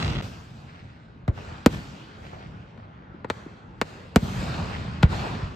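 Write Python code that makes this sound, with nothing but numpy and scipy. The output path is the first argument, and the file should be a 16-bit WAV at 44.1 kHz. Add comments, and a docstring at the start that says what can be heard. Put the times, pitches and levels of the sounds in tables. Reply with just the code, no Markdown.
"""A hillside at night: firework shells burst high above it, received by a small two-port microphone.
Each bang or thud is a minimum-phase pulse, a crack over a boom, doubled by its reflection off the ground.
Woods and slopes return noise shaped in time and frequency: a rumble and a hiss that dulls with age.
Hillside and buildings clatter with runs of filtered clicks; swarms of stars crackle in the same way.
A faint background of hiss and rumble lies beneath."""
import sys
import numpy as np
from scipy import signal
from scipy.fft import rfft, irfft, next_fast_len
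from scipy.io import wavfile
from scipy.ndimage import uniform_filter1d, map_coordinates

SR = 44100
rng = np.random.default_rng(int(sys.argv[2]) if len(sys.argv) > 2 else 0)


def dump(signal):
    """Clip the signal to [-1, 1] and save it as 16-bit WAV at the path in sys.argv[1]."""
    limited = np.clip(np.atleast_2d(signal).T, -1, 1)
    pcm = np.round(limited * 32767).astype(np.int16)
    wavfile.write(sys.argv[1], SR, pcm)


N = 244858

# Blasts, thuds and single echoes: start_s, ground_delay_s, scatter_db, hollow_hz (0 or less: none),
# boom_db, boom_low_hz, boom_high_hz, crack_db, crack_corner_hz, air_cutoff_hz
BANGS_AND_THUDS = [ (0.039, 0.00134, -7, 0, 24, 85, 140, -1, 900, 2500),
                   (0.07, 0.00133, -10, 0, 16, 80, 130, -3, 900, 2500),
                   (0.098, 0.0014, -12, 0, 25, 70, 125, -5, 800, 3000),
                   (0.163, 0.0016, 0, 0, 24.5, 85, 159, -4, 700, 3000),
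                   (0.204, 0.0012, -7, 0, 14, 120, 250, 2, 900, 1800),
                   (1.224, 0.002, 4.5, 0, 10, 54, 140, -17, 303, 2000),
                   (1.279, 0.0015, 3, 2609, 33.5, 49.6, 120.5, 15.5, 236, 4030),
                   (1.517, 0.002, -2, 0, 16, 66, 163, -6, 302, 2010),
                   (1.6613, 0.00389, -4.5, 2, 34.5, 120, 343, 33.5, 356, 13070),
                   (2.777, 0.0013, -1.5, 0, 6, 100, 250, -14, 795, 3490),
                   (3.1407, 0.00304, 2, 0, 4.5, 189, 335, -27.5, 600, 2550),
                   (3.2456, 0.0041, 1, 2798, -2, 130, 374, 7, 800, 2020),
                   (3.3007, 0.00471, -1, 2830, -2, 190, 370, 15.5, 1390, 4230),
                   (3.461, 0.0027, 0, 0, 10.5, 160, 305, -18, 600, 2500),
                   (3.8145, 0.00453, -1.5, 3251, -2, 160, 458, 19.5, 975, 5880),
                   (4.16, 0.00435, -1.5, -3, 34, 53.6, 247, 31, 395, 12500),
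                   (4.221, 0.0016, 3, -5, 22.5, 61, 195, -7, 400, 2000),
                   (4.426, 0.0016, 1.5, 0, 23, 101, 211, 1.5, 500, 2000),
                   (4.496, 0.0019, -7, 0, 22, 100, 203, -6, 500, 2000),
                   (4.85, 0.0017, -3.5, 0, 8, 90.4, 247, -7, 780, 2960),
                   (4.876, 0.0017, 9, 0, 18.5, 75, 148, -10, 500, 2010),
                   (5.0278, 0.0012, -3, 0, -2, 60, 150, 6.5, 3430, 3600),
                   (5.0312, 0.00124, -2, 0, 41.5, 51.3, 149, 16.5, 2360, 3450),
                   (5.422, 0.0011, 6, 0, 26.5, 49.7, 116, -5, 306, 2030)]
# Microphone colour for sound from overhead: frequency_hz, level_db
OVERHEAD_RESPONSE = [(100, 2), (300, 2.2), (480, 2.5), (700, 0), (1000, -1.5), (1250, -2.5), (1430, 2),
                     (1640, -5.5), (1850, -2.5), (2400, -3.5), (3300, -5.5), (4400, -2), (5600, -6.5),
                     (7200, -1), (13500, -1.5), (16000, -5)]
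# All-pass turns of the microphone, by which the bass of a blast lags its treble: frequency_hz
ALL_PASS_HZ = [80, 200, 540, 1900]
# Swarms of crackling stars: loudest_s, length_s, level_db, snaps_per_s, low_hz, high_hz,
# ground_delay_s, left_lead_s
STAR_SWARMS = [ (0.034, 0.12, -35.5, 430, 780, 4200, .0015, -.00013),
               (0.174, 0.067, -37.5, 450, 990, 3800, .0015, -.00013),
               (4.566, 0.24, -43.5, 1100, 880, 3500, 0.000745, 0)]
# Clattering echoes from hillside (left) and buildings (right): start_s, attack_s, fade_db_per_s,
# level_db, low_hz, high_hz, left_lead_s
CLATTER_ECHOES = [ (0.238, .007, 500, -44, 400, 1100, -.0003),
                  (0.66, 0.038, 39.5, -51.5, 550, 2400, .00041),
                  (1.373, 0.0069, 350, -42, 380, 1410, -.00025),
                  (1.722, 0.018, 130, -40, 350, 2500, -.00025), (2.19, 0.068, 40, -49.5, 497, 2420, .00038),
                  (2.32, 0.015, 172, -42, 420, 1090, .0004), (2.765, 0.019, 17, -55, 590, 1460, .00042),
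                  (4.248, .006, 500, -35, 300, 1000, -0.0095), (4.279, .006, 500, -39.5, 320, 1200, -.0003),
                  (4.65, 0.083, 50, -42.5, 780, 2890, .00041),
                  (5.124, 0.0092, 333, -28.5, 400, 1380, 0.0011)]
# Rolls of echo set off by the big blasts: start_s, attack_s, hold_s, fade_db_per_s, hiss_db, rumble_db,
# treble_loss_db (at 5 kHz), far_slope_db, hollow_hz (0 or less: none)
ECHO_ROLLS = [ (-0.02, 0.0066, 0.13, 66, -34, -27, 3, -19, 0),
              (0.209, 0.0075, 0.02, 30, -45.5, -43, -2, -15, 0),
              (1.316, 0.066, 0.2, 33, -43.5, -47, 3, -4, 0),
              (1.672, 0.052, 0.0067, 50, -43, -33.5, -2, -7, 0),
              (3.278, 0.031, 0.081, 36.5, -47, -57.5, 2.5, -12, 2829),
              (3.805, 0.074, 0.051, 31, -45, -62, 1.5, 7.5, 3243),
              (4.14, 0.11, 0.49, 19, -41, -30.5, -3, -4.5, 4),
              (5.074, 0.047, 0.15, 34, -33.5, -32, 2.5, -16, 0)]
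# Colours of rumble and hiss: frequency_hz, level_db
RUMBLE_COLOUR = [(25, -3), (45, 18), (65, 19.5), (120, 22), (180, 18), (260, 10), (400, -3), (700, -13),
                 (2000, -58)]
HISS_COLOUR = [(60, -11.5), (200, 12), (400, 10.5), (700, 9.5), (1100, 8.5), (1400, 11), (1560, 9),
               (1750, 6), (2000, 4), (2250, 3), (2550, 5), (3200, 3), (4700, 1.16), (5600, -3), (7500, -6),
               (10000, -15), (13000, -17), (16000, -33.5)]
# Faint background hiss between the blasts: time_s, hiss_db
BACKGROUND_HISS = [(0, -55), (1.15, -57), (2.6, -52.5), (3.2, -52), (5.55, -47.5)]
# Correlation of diffuse sound between the ports: frequency_hz, likeness (-1 to 1)
PORT_LIKENESS = [(50, 1), (130, 0.95), (250, 0.89), (550, 0.3), (900, 0.19), (1400, -0.53), (2100, 0.64),
                 (4000, 0.33), (7000, 0.43), (10000, 1)]
# Phase by which the left port leads: frequency_hz, lead_rad
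PORT_LEAD = [(60, 0), (250, .1), (600, .5), (1400, .1), (3500, .55), (5000, .25), (7000, -.4), (8500, -1.5),
             (10000, -3.1), (13000, -6.3), (16000, -8.5)]
# Brief dip of the level: from_s, to_s, level_db
LEVEL_DIP = (0.2128, 0.223, -14)

BLAST_SIZE, FRAME = 16384, 1024  # samples
BLAST_PAN_DB = 3.5  # all bangs and thuds lie a little to the left
WALL_DELAY_S = 0.068  # slap from a building close by
SWARM_WIDTH, CLATTER_WIDTH = 0.55, 0.52  # independent share of each click at the two ports
SNAP_SPREAD_DB, REFLECTIONS_PER_S = 4, 1500
BUILD_POWER = 2.4  # ever more trees reflect as the wave front spreads
DULLING_DB_PER_S = 13.5  # at 5 kHz: later echoes have crossed more air
# Each roll comes back from the far slope
SLOPE_DELAY_S, SLOPE_ATTACK_S, SLOPE_HOLD_S = 0.44, 0.15, 0.12
SLOPE_FADE_DB_PER_S, SLOPE_LOSS_DB, SLOPE_RUMBLE_DB = 19.5, 1, -0.5
BACKGROUND_RUMBLE_DB, BACKGROUND_LOSS_DB = -45.5, 16  # the loss is at 5 kHz
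CUTOFF_HZ = 16300


def blasts(shade_low_hz=520, shade_top_hz=6000):
    """Superposition: every bang or thud reaches both ports, only mid frequencies being shaded to one side."""
    out, hz = np.zeros((2, N + BLAST_SIZE)), bins(BLAST_SIZE)
    shade = 1 / (1 + (shade_low_hz / hz) ** 2) / (1 + (hz / shade_top_hz) ** 2)
    sides = from_db(np.array([[0.5], [-0.5]]) * BLAST_PAN_DB * shade)
    fade = np.minimum(1, np.linspace(2, 0, BLAST_SIZE)) ** 2
    for start_s, bounce_s, scatter_db, hollow_hz, *colour in BANGS_AND_THUDS:
        source = blast_wave(*colour) * hollow(hz, hollow_hz)
        arriving = source * surroundings(bounce_s, scatter_db) * sides
        start = round(start_s * SR)
        out[:, start:start + BLAST_SIZE] += irfft(arriving) * fade
    return out[:, :N]


def blast_wave(boom_db, low_hz, high_hz, crack_db, corner_hz, air_hz, crack_low_share=1.0, port_low_hz=45):
    """Explosive radiation: a swelling gas ball booms, its shock front cracks, the air takes off the top."""
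    hz = bins(BLAST_SIZE)
    boom = from_db(boom_db) / np.hypot(1, (low_hz / hz) ** 2) / np.hypot(1, (hz / high_hz) ** 4)
    crack = from_db(crack_db) / np.hypot(1, hz / corner_hz) / np.hypot(1, crack_low_share * low_hz / hz)
    air = 1 / np.hypot(1, (hz / air_hz) ** 2)
    microphone = from_db(at_hz(OVERHEAD_RESPONSE, hz)) / np.hypot(1, (port_low_hz / hz) ** 3)
    wave = causal(np.hypot(boom, crack) * air * microphone)
    return -wave * smear(hz)


def causal(gain):
    """Minimum phase: folding the cepstrum gives a gain curve a pulse with a sudden front."""
    cepstrum = irfft(np.log(gain + 1e-7))
    half = len(cepstrum) // 2
    folded = np.r_[cepstrum[0], 2 * cepstrum[1:half], np.zeros(half)]
    return np.exp(rfft(folded))


def smear(hz, damping=0.68):
    """Phase dispersion: a chain of all-passes turns a pulse into a quick downward sweep."""
    turns = [1 - (hz / turn) ** 2 + 1j * damping * hz / turn for turn in ALL_PASS_HZ]
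    return np.prod([np.conj(turn) / turn for turn in turns], axis=0)


def hollow(hz, dip_hz, depth_db=6.5, second_dip=1.79, width=0.057):
    """Spectral notching: some shells crack with two dips in the treble, which their echoes keep."""
    if dip_hz <= 0:
        return np.ones_like(hz)
    centres = (dip_hz, second_dip * dip_hz)
    dips = sum(np.exp(-(np.log(hz / centre) / width) ** 2 / 2) for centre in centres)
    return from_db(-depth_db * dips)


def surroundings(bounce_s, scatter_db, bounce=0.48, grass_hz=4200, grazing_db=5, steep_s=0.0014):
    """Multipath: direct sound, one bounce off the grass, scatter nearby and a dull slap from a wall."""
    hz = bins(BLAST_SIZE)
    ground = bounce * np.exp(-2j * np.pi * hz * bounce_s) / (1 + 1j * hz / grass_hz)
    close = scatter(level_db=4.5, t60=0.041, low_hz=1233, top_hz=3450)
    lowness = 1 - bounce_s / steep_s  # a low source bounces sooner and grazes more of the hillside
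    further = scatter(level_db=-1.0, t60=0.15, low_hz=254, top_hz=2196) * from_db(grazing_db * lowness)
    slap = scatter(level_db=-12.0, t60=0.32, low_hz=90, top_hz=160)
    wall = slap * np.exp(-2j * np.pi * hz * WALL_DELAY_S)
    return 1 + ground + from_db(scatter_db) * (close + further + wall)


def scatter(level_db, t60, low_hz, top_hz):
    """Diffuse reflection: a spray of small reflections decays exponentially, by 60 dB in t60 seconds."""
    hz, t = bins(BLAST_SIZE), np.arange(BLAST_SIZE) / SR
    spray = rng.standard_normal((2, BLAST_SIZE)) * from_db(-60 * t / t60)
    mid, side = rfft(spray / np.sqrt(np.sum(spray ** 2) / 2))
    band = 1 / (1 + low_hz / (1j * hz)) / (1 + 1j * hz / top_hz)
    return from_db(level_db) * two_ports(mid, side, hz) * band


def crackle(bounce=0.87):
    """Random impulse trains: swarms of snapping stars swell and fade, doubled by ground reflection."""
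    out, t = 0, np.arange(N) / SR
    for loudest_s, length_s, db, snaps_per_s, low_hz, high_hz, bounce_s, lead_s in STAR_SWARMS:
        direct = snaps(snaps_per_s, SWARM_WIDTH, low_hz, high_hz, lead_s)
        reflected = np.array([delayed(port, bounce_s) for port in direct])
        swarm = direct + bounce * reflected
        swell = np.exp(-2 * ((t - loudest_s) / length_s) ** 2)
        out = out + swarm / swarm.std() * from_db(db) * swell
    return out


def clatter(rough_db=2.5, air_hz=5500):
    """Discrete echoes: a hillside or building returns a blast as a rough run of reflections from one side."""
    out, t = 0, np.arange(N) / SR
    for start_s, attack_s, fade, db, low_hz, high_hz, lead_s in CLATTER_ECHOES:
        level = from_db(db) * np.sqrt(envelope(t - start_s, attack_s, 0, fade))
        out = out + level * snaps(REFLECTIONS_PER_S, CLATTER_WIDTH, low_hz, high_hz, lead_s, order=2)
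    out = signal.sosfilt(signal.butter(3, air_hz, fs=SR, output="sos"), out + 1e-18)
    return out * from_db(rough_db * flutter(per_s=40))


def snaps(per_s, width, low_hz, high_hz, lead_s, order=3):
    """Time difference of arrival: uneven band-passed clicks reach one port first; rms 1 at the left port."""
    born = rng.random(N) < per_s / SR
    sizes = from_db(SNAP_SPREAD_DB * np.minimum(rng.standard_normal(N), 2))
    shared = rng.choice([-1, 1], N)
    clicks = born * sizes * (shared + width * rng.standard_normal((2, N)))
    band = signal.butter(order, [low_hz, high_hz], "band", fs=SR, output="sos")
    left, right = signal.sosfilt(band, clicks + 1e-18)
    return np.array([left, delayed(right, lead_s)]) / left.std()


def echoes(grain_db=0.5, patchy_db=2.0, swell_db=1.88, lumpy_db=3.0, low_hz=44):
    """Reverberation: countless small reflections merge into lumpy rumble and grainy hiss, over a background."""
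    noise = rng.standard_normal((2, N))
    hz, t, (mid, side) = signal.stft(noise, SR, nperseg=FRAME, noverlap=FRAME * 3 // 4)
    hz = np.maximum(hz, 1)
    hiss, rumble = rolls(hz, t)
    uneven_db = patchy_db * patches(hz, t, width_hz=110, lasts_s=0.13, glide_hz_per_s=700)
    uneven_db += swell_db * patches(hz, t, width_hz=662, lasts_s=0.05)
    lumps_db = lumpy_db * patches(hz, t, width_hz=420, lasts_s=0.06)
    hiss = hiss * from_db(at_hz(HISS_COLOUR, hz)[:, None] + uneven_db)
    rumble = rumble * from_db(at_hz(RUMBLE_COLOUR, hz)[:, None] + lumps_db)
    shaped = two_ports(mid, side, hz[:, None]) * np.hypot(hiss, rumble)
    _, sound = signal.istft(shaped, SR, nperseg=FRAME, noverlap=FRAME * 3 // 4)
    sound = sound[:, :N] * from_db(grain_db * flutter(per_s=380))
    return signal.sosfilt(signal.butter(4, low_hz, "high", fs=SR, output="sos"), sound)


def rolls(hz, t, air_power=0.9):
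    """Air absorption: each roll returns from the woods, then from the far slope, and dulls as it ages."""
    # Relative absorption: 0 at 1 kHz, 1 at 5 kHz
    absorption = ((hz[:, None] / 1000) ** air_power - 1) / (5 ** air_power - 1)
    background_db = np.interp(t, *np.transpose(BACKGROUND_HISS))
    # Hiss and rumble are summed as powers, starting from the background
    hiss = from_db(background_db - absorption * BACKGROUND_LOSS_DB) ** 2
    rumble = from_db(BACKGROUND_RUMBLE_DB) ** 2
    for start_s, attack_s, hold_s, fade, hiss_db, rumble_db, loss_db, slope_db, hollow_hz in ECHO_ROLLS:
        age, slope_age = t - start_s, t - start_s - SLOPE_DELAY_S
        woods = envelope(age, attack_s, hold_s, fade)
        slope = envelope(slope_age, SLOPE_ATTACK_S, SLOPE_HOLD_S, SLOPE_FADE_DB_PER_S)
        slope = slope * from_db(slope_db) ** 2
        colour = hollow(hz[:, None], hollow_hz)
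        for power, since, first_loss_db in (woods, age, loss_db), (slope, slope_age, SLOPE_LOSS_DB):
            dull_db = first_loss_db + DULLING_DB_PER_S * np.maximum(since, 0)
            hiss = hiss + power * (from_db(hiss_db - absorption * dull_db) * colour) ** 2
        rumble = rumble + (woods + slope * from_db(SLOPE_RUMBLE_DB) ** 2) * from_db(rumble_db) ** 2
    return np.sqrt(hiss), np.sqrt(rumble)


def patches(hz, t, width_hz, lasts_s, glide_hz_per_s=0, size=256):
    """Interference: unequal paths add and cancel in a smooth random pattern, which may glide upward."""
    hz, t = np.meshgrid(hz, t, indexing="ij")
    where = [(hz - glide_hz_per_s * t) / width_hz, t / lasts_s]
    return map_coordinates(rng.standard_normal((size, size)), where, order=1, mode="wrap")


def envelope(age, attack_s, hold_s, fade_db_per_s):
    """Energy decay: power builds up, holds and dies away exponentially."""
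    build = np.clip(age / attack_s, 0, 1) ** BUILD_POWER
    return build * from_db(-fade_db_per_s * np.maximum(age - attack_s - hold_s, 0)) ** 2


def two_ports(mid, side, hz):
    """Spatial coherence: diffuse sound is alike at both ports in the bass and differs higher up."""
    alike = np.clip(at_hz(PORT_LIKENESS, hz), -1, 1)
    mid, side = np.sqrt((1 + alike) / 2) * mid, np.sqrt((1 - alike) / 2) * side
    return np.array([mid + side, mid - side])


def flutter(per_s):
    """Random modulation: a wandering of spread 1 that takes a new value per_s times a second."""
    walk = np.interp(np.arange(N) * min(per_s / SR, 1), np.arange(N), rng.standard_normal(N))
    return walk / walk.std()


def delayed(x, by_s):
    """Propagation delay: the same sound by_s seconds later."""
    return np.interp(np.arange(N) - by_s * SR, np.arange(N), x)


def from_db(db):
    """Logarithmic level: decibels to amplitude gain."""
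    return 10 ** (np.asarray(db) / 20)


def at_hz(points, hz):
    """Logarithmic pitch: read a table along a log-frequency axis."""
    points = np.array(points)
    return np.interp(np.log(hz), np.log(points[:, 0]), points[:, 1])


def bins(size):
    """Fourier analysis: frequencies of a real transform, kept above zero."""
    return np.maximum(np.arange(size // 2 + 1) * SR / size, 1)


def scene():
    """Superposition of all sources, then the phase difference between the two ports."""
    size = next_fast_len(N + BLAST_SIZE)
    left, right = blasts() + crackle() + clatter() + echoes()
    lag = np.exp(-1j * at_hz(PORT_LEAD, bins(size)))
    right = irfft(rfft(right, size) * lag, size)[:N]
    return np.array([left, right])


def record(dry, ceiling=1.35):
    """Saturation and band-limiting: the level dips once, the loudest peaks are rounded, the top is cut."""
    t = np.arange(N) / SR
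    from_s, to_s, dip_db = LEVEL_DIP
    dip = uniform_filter1d(1.0 * ((t > from_s) & (t < to_s)), size=64)
    rounded = ceiling * np.tanh(dry * from_db(dip_db * dip) / ceiling)
    return signal.sosfilt(signal.ellip(10, 0.1, 80, CUTOFF_HZ, fs=SR, output="sos"), rounded)


dry = scene()
out = record(dry)
dump(out)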